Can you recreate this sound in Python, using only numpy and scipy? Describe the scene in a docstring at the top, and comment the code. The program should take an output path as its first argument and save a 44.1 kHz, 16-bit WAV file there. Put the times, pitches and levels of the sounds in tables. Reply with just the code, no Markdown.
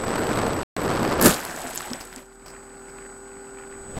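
"""A small electric model seaplane glides in low and lands on a lake, heard from its own hull.
Wind buffets the microphone until the hull hits the water, and spray rains back on the plane.
The motor speeds up and hums while its speed controller whines. As the plane taxis,
water churns, bubbles ring and little waves toss droplets at the hull.
The sound cuts out briefly during the glide and again at the very end."""
import sys
import numpy as np
from scipy import signal
from scipy.fft import rfft, irfft
from scipy.io import wavfile

SR = 44100
rng = np.random.default_rng(int(sys.argv[2]) if len(sys.argv) > 2 else 0)


def persist_wave(psi):
    """Save psi, clipped to +-1, as 16-bit WAV."""
    counts = np.round(np.clip(psi, -1, 1) * 32767).astype(np.int16)
    wavfile.write(sys.argv[1], SR, np.atleast_2d(counts).T)


N = 176400
T = np.arange(N) / SR
TICK_HZ, TICKS_PER_S = 12020, 230

# tone of droplets hitting the plane: pitch_hz, level_db
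DROPLET_TONE = [(1400, 0.5), (3700, -14.5), (5000, 0), (6500, -12), (15500, -17.5)]


def amp(db):
    """Turns decibels into a number to multiply by."""
    return 10 ** (np.asarray(db) / 20)


def unit(x):
    """Scales a signal to an average strength (rms) of 1."""
    return x / np.sqrt(np.mean(x ** 2) + 1e-20)


def level(points, column=1):
    """Loudness over time from a dB table; one starting at 0.5 s or later is silent until then."""
    rows = np.array(points)
    started = (T >= rows[0, 0]) | (rows[0, 0] < .5)
    return amp(np.interp(T, rows[:, 0], rows[:, column])) * started


def add(mix, start_s, sound):
    """Mixes a sound in at the given time."""
    part = mix[round(start_s * SR):][:len(sound)]
    part += sound[:len(part)]


def colour(x, tone):
    """Filters a signal with a table of pitch_hz, level_db; the result has strength 1."""
    hz, db = np.transpose(tone)
    grid_hz = abs(np.fft.fftfreq(4096, 1 / SR)) + 1
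    log_gain = np.log(amp(np.interp(np.log(grid_hz), np.log(hz), db)))
    response = np.exp(np.conj(signal.hilbert(log_gain)))  # rings after a hit, never before
    taps = np.fft.ifft(response).real[:2048]
    return unit(signal.oaconvolve(x, taps)[:N])


def drift(hz):
    """Smooth random wandering, up to about hz wiggles a second, with strength 1."""
    f = np.fft.rfftfreq(N, 1 / SR)
    return unit(irfft(rfft(rng.standard_normal(N)) * np.exp(-(f / hz) ** 2) * (f > 0), N))


def clicks(per_s, spread_db):
    """Hits of uneven size at random times."""
    size = amp(spread_db * np.minimum(rng.exponential(1, N), 3.5))
    return size * rng.choice([-1, 1], N) * (rng.random(N) < per_s / SR)


def strike(t, rise_s, decay_s):
    """The loudness of one hit: a straight rise, then a dying tail."""
    return np.minimum(t / rise_s, np.exp((rise_s - t) / decay_s))


def eddies(lump_db=1.5, burst_db=5.5, crackle_db=-10):
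    """Swirls of air thump on the microphone, and the strongest ones crackle."""
    # tone of the low thumping: pitch_hz, level_db
    buffet_tone = [(20, -9.5), (200, -2), (450, -1.5), (750, -7), (1400, -11), (2400, -23.5), (15000, -54)]
    # tone of the crackle: pitch_hz, level_db
    crackle_tone = [(200, -0.5), (1200, 6.5), (3600, -4.5), (4800, -2.5), (6000, -10), (8500, -8),
                    (15500, -44.5)]
    swirl = drift(hz=260)
    buffet = colour(rng.standard_normal(N) * amp(lump_db * swirl), buffet_tone)
    bursts = amp(burst_db * np.minimum(swirl, 2.6))
    return buffet + amp(crackle_db) * colour(rng.standard_normal(N) * bursts, crackle_tone)


def ticks():
    """Tiny bright taps on the housing around the microphone, a few of them louder."""
    tick = np.hanning(36) * np.sin(2 * np.pi * TICK_HZ * T[:36])
    return unit(signal.oaconvolve(clicks(TICKS_PER_S, spread_db=3), tick)[:N])


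def wind(ticks_db=-27):
    """Air rushes past with a fine rattle in flight; later one gust blows on the water."""
    # airflow over the microphone: time_s, level_db
    airflow = [(0, -28.5), (.14, -25), (.45, -24), (.62, -27), (1.19, -22.5), (1.3, -19.5), (1.46, -65)]
    # the late gust: time_s, level_db
    gust_levels = [(3.55, -73), (3.8, -48), (3.94, -41.5), (3.98, -25)]
    # its deep tone: pitch_hz, level_db
    gust_tone = [(20, 7), (100, 3), (600, -6), (12000, -40.5)]
    gust = colour(rng.standard_normal(N) * amp(2 * drift(hz=150)), gust_tone)
    return level(airflow) * (eddies() + amp(ticks_db) * ticks()) + level(gust_levels) * gust


def controller(shaft_angle, switch_hz=7975, side_db=-14.5, side_per_turn=30):
    """The speed controller's switching whines; a softer side tone sinks as the shaft speeds up."""
    # loudness of the whine: time_s, level_db
    whine_levels = [(0, -41), (1.45, -48), (1.93, -44), (2.3, -58.5), (2.55, -50), (2.7, -52), (3.1, -47),
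                    (3.22, -50), (3.68, -48.5), (3.95, -43.5)]
    switch_phase = 2 * np.pi * switch_hz * T + .1 * drift(hz=25)
    side_tone = amp(side_db + drift(hz=12)) * np.cos(switch_phase - side_per_turn * shaft_angle)
    flicker = amp(.5 * drift(hz=30))
    return np.sqrt(2) * level(whine_levels) * (np.cos(switch_phase) + side_tone) * flicker


def motor(shaft_angle, wobble_db=-56):
    """The unbalanced propeller shakes once a turn; after landing the motor's hum joins in."""
    # loudness of the hum: time_s, level_db
    hum_levels = [(1.5, -49.5), (2.0, -51.5), (2.35, -52.5), (2.9, -45.5), (3.95, -44)]
    # tones in the hum: pulses_per_turn, level_db
    hum_tones = [(6, -10.5), (7, -10.5), (10, 0), (13, -13), (20, -14), (21, -12.5), (37, -11), (40, -15.5)]
    hum = np.zeros(N)
    for per_turn, db in hum_tones:
        wavering = amp(db + .5 * drift(hz=6))
        hum += wavering * np.cos(per_turn * shaft_angle + 2 * np.pi * rng.random())
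    return np.sqrt(2) * (level(hum_levels) * hum + amp(wobble_db) * np.cos(shaft_angle))


def patter(per_s, spread_db, cycles, hiss):
    """A cloud of drops and bubbles, low to high, each ringing a few cycles over a smooth hiss."""
    t, out = T[:2048], np.zeros(N)
    pitches_hz = np.geomspace(180, 15000, 32)
    shares = np.sqrt(pitches_hz) / np.sqrt(pitches_hz).sum()
    for hz, share in zip(pitches_hz, shares):
        ring = np.sin(2 * np.pi * hz * t) * np.exp(-t * hz / cycles)
        out += np.sqrt(hz) * unit(signal.oaconvolve(clicks(per_s * share, spread_db), ring)[:N])
    return unit(out) + hiss * rng.standard_normal(N)


def splash(plunge_end_s=1.315, blend_s=0.09, dulling_db=-11.5, ticks_db=-11):
    """The hull plunges in under a sheet of spray, which thins into drops drumming on the plane."""
    # water thrown up by the hull: time_s, body_level_db, spray_level_db
    splash_levels = [(1.205, -47, -51), (1.212, -19, -28), (1.245, -20.5, -22.5), (1.262, -7, -12),
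                     (1.28, -19.5, -20.5), (1.32, -30, -27.5), (1.35, -32.5, -34.5), (1.43, -33.5, -40.5),
                     (1.66, -36.5, -42), (1.8, -39, -40.5), (1.93, -38.5, -48.5), (2.1, -48, -53),
                     (2.2, -44, -51.5), (2.27, -65, -65.5)]
    # tone of the hull going in: pitch_hz, level_db
    plunge_tone = [(30, -18), (260, 4), (1050, -13), (1600, -6.5), (2300, -21), (5000, -54)]
    # tone of water drumming on the plane: pitch_hz, level_db
    drumming_tone = [(40, -3.5), (270, -2.5), (820, -0.5), (1100, -4.5), (1600, -1.5), (2300, -9.5),
                     (6000, -28.5)]
    # tone of the fine spray: pitch_hz, level_db
    spray_tone = [(1000, -44), (2600, -2), (5000, -1), (5900, -1.5), (7100, 5.5), (12300, 4.5),
                  (15800, -7.5)]
    plunge = colour(rng.standard_normal(N), plunge_tone)
    drumming = colour(patter(per_s=3500, spread_db=3.5, cycles=3.2, hiss=0.64), drumming_tone)
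    sheet = colour(patter(per_s=13000, spread_db=5, cycles=1.6, hiss=0.28), spray_tone)
    shower = colour(patter(per_s=1300, spread_db=5.5, cycles=1.1, hiss=0.7), spray_tone)
    shower = colour(shower, [(5000, 0.0038), (12000, dulling_db)]) + amp(ticks_db) * ticks()
    blend = np.clip((T - plunge_end_s) / blend_s + .5, 0, 1)
    before, after = np.sqrt(1 - blend), np.sqrt(blend)
    body = before * plunge + after * drumming
    spray = before * sheet + after * shower
    return level(splash_levels) * body + level(splash_levels, column=2) * spray


def drops(rough=0.63, width_hz=1500, rise_s=0.00095, decay_s=0.0012, click_db=-5.5):
    """Large drops land on the plane, each with a crisp click and a short, rough ring."""
    # single drops: start_s, level_db, pitch_hz
    hits = [(1.2126, -14, 11900), (1.224, -12, 11500), (1.45, -24, 11200), (1.7495, -28, 12200),
            (1.758, -22.5, 11400), (1.7752, -20, 7140), (1.806, -25, 1380), (1.9008, -34.5, 3230),
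            (1.933, -23, 5170), (2.051, -36, 9300), (2.127, -29.5, 1410), (2.1605, -27, 7700),
            (2.182, -40, 4600)]
    t, out = T[:1500], np.zeros(N)
    fizz = colour(rng.standard_normal(N), DROPLET_TONE)
    for start_s, db, hz in hits:
        smoothing = signal.butter(2, width_hz * np.sqrt(hz / TICK_HZ) * 2, fs=SR)
        grit = signal.lfilter(*smoothing, rng.standard_normal((2, len(t))))  # blurs the pitch
        phase = 2 * np.pi * hz * t
        ring = (1 + rough * unit(grit[0])) * np.sin(phase) + rough * unit(grit[1]) * np.cos(phase)
        click = amp(click_db) * fizz[round(start_s * SR):][:len(t)]
        add(out, start_s, amp(db) * (ring + click) * strike(t, rise_s, decay_s))
    return out


def bubbles(rise_s=0.0049, decay_s=0.024, climb_per_s=0.56, rough=0.45):
    """Trapped air rings under the hull, climbing a little in pitch."""
    # gulping air pockets: start_s, level_db, pitch_hz
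    pockets = [(1.637, -28.5, 687), (1.645, -32, 253), (1.846, -37, 832), (1.907, -27.5, 246),
               (2.163, -37.5, 253)]
    out = np.zeros(N)
    for start_s, db, hz in pockets:
        t = np.maximum(T - start_s, 0)
        ring = np.sin(2 * np.pi * hz * t * (1 + climb_per_s * t / 2))
        out += amp(db) * strike(t, rise_s, decay_s) * ring
    return out * (1 + rough * drift(hz=300))


def wake(shaft_angle, gurgle_db=-10, burst_db=3.5, half_width_s=0.027):
    """The taxiing hull churns the water, with gurgles chopped by the two propeller blades."""
    # loudness of the churning: time_s, level_db
    churn_levels = [(1.8, -51.5), (2.38, -55.5), (2.52, -45.5), (2.7, -51), (3.0, -46), (3.22, -50),
                    (3.6, -48.5)]
    # tone of the churning: pitch_hz, level_db
    churn_tone = [(30, -4.5), (300, 0.5), (620, -4), (1380, -2.5), (3500, -29), (4800, -16), (5700, -28.5),
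                  (7200, -15.5), (10500, -30), (12400, -29), (15500, -42)]
    # clusters of gurgles under the hull: middle_s, level_db
    clusters = [(2.55, -57), (2.9, -57), (3.02, -52), (3.36, -58), (3.6, -56.5), (3.73, -54.5)]
    # tone of the gurgles: pitch_hz, level_db
    gurgle_tone = [(500, -11), (1300, 3), (2250, 1.5), (3300, -13), (9000, -60)]
    swirl = np.minimum(drift(hz=77), 2)
    churn = colour(rng.standard_normal(N) * amp(swirl), churn_tone)
    chop = np.exp(np.cos(2 * shaft_angle)) * amp(burst_db * swirl)
    gurgle = colour(rng.standard_normal(N) * chop, gurgle_tone)
    swells = sum(amp(db) * np.exp(-.5 * ((T - s) / half_width_s) ** 2) for s, db in clusters)
    loudness = level(churn_levels)
    return loudness * churn + (amp(gurgle_db) * loudness + swells) * gurgle


def spatters(rise_s=0.0025, decay_s=0.012):
    """Little waves toss short, dense showers of droplets against the hull."""
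    # the showers: start_s, level_db
    showers = [(2.005, -33.5), (2.458, -41), (2.48, -44), (2.499, -44), (2.889, -50)]
    fizz = colour(rng.standard_normal(N) * amp(2 * drift(hz=250)), DROPLET_TONE)
    return fizz * sum(amp(db) * strike(np.maximum(T - s, 0), rise_s, decay_s) for s, db in showers)


def scene():
    """Adds air, motor and water together at one microphone."""
    # speed of the motor shaft: time_s, turns_per_s
    shaft_speeds = [(0, 21.8), (1.2, 23.6), (1.6, 34), (1.8, 36.6), (2.35, 39.05), (4, 39.25)]
    turns_per_s = np.interp(T, *np.transpose(shaft_speeds)) * (1 + .0008 * drift(hz=10))
    shaft_angle = 2 * np.pi * np.cumsum(turns_per_s) / SR
    air = wind()
    water = splash() + drops() + bubbles() + spatters() + wake(shaft_angle)
    return (air + water + motor(shaft_angle) + controller(shaft_angle))[None]


def record(dry, top_hz=15850):
    """Rounds off loud peaks, cuts the sound out twice and removes the highest treble."""
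    # silent gaps: start_s, end_s
    gaps = [(.6325, .765), (3.987, 4.1)]
    sound_on = np.prod([(T < start) | (T > end) for start, end in gaps], axis=0)
    treble_cut = signal.firwin(511, top_hz, window=("kaiser", 9), fs=SR)
    return signal.oaconvolve(np.tanh(dry) * sound_on, treble_cut[None], "same")


dry = scene()
out = record(dry)
persist_wave(out)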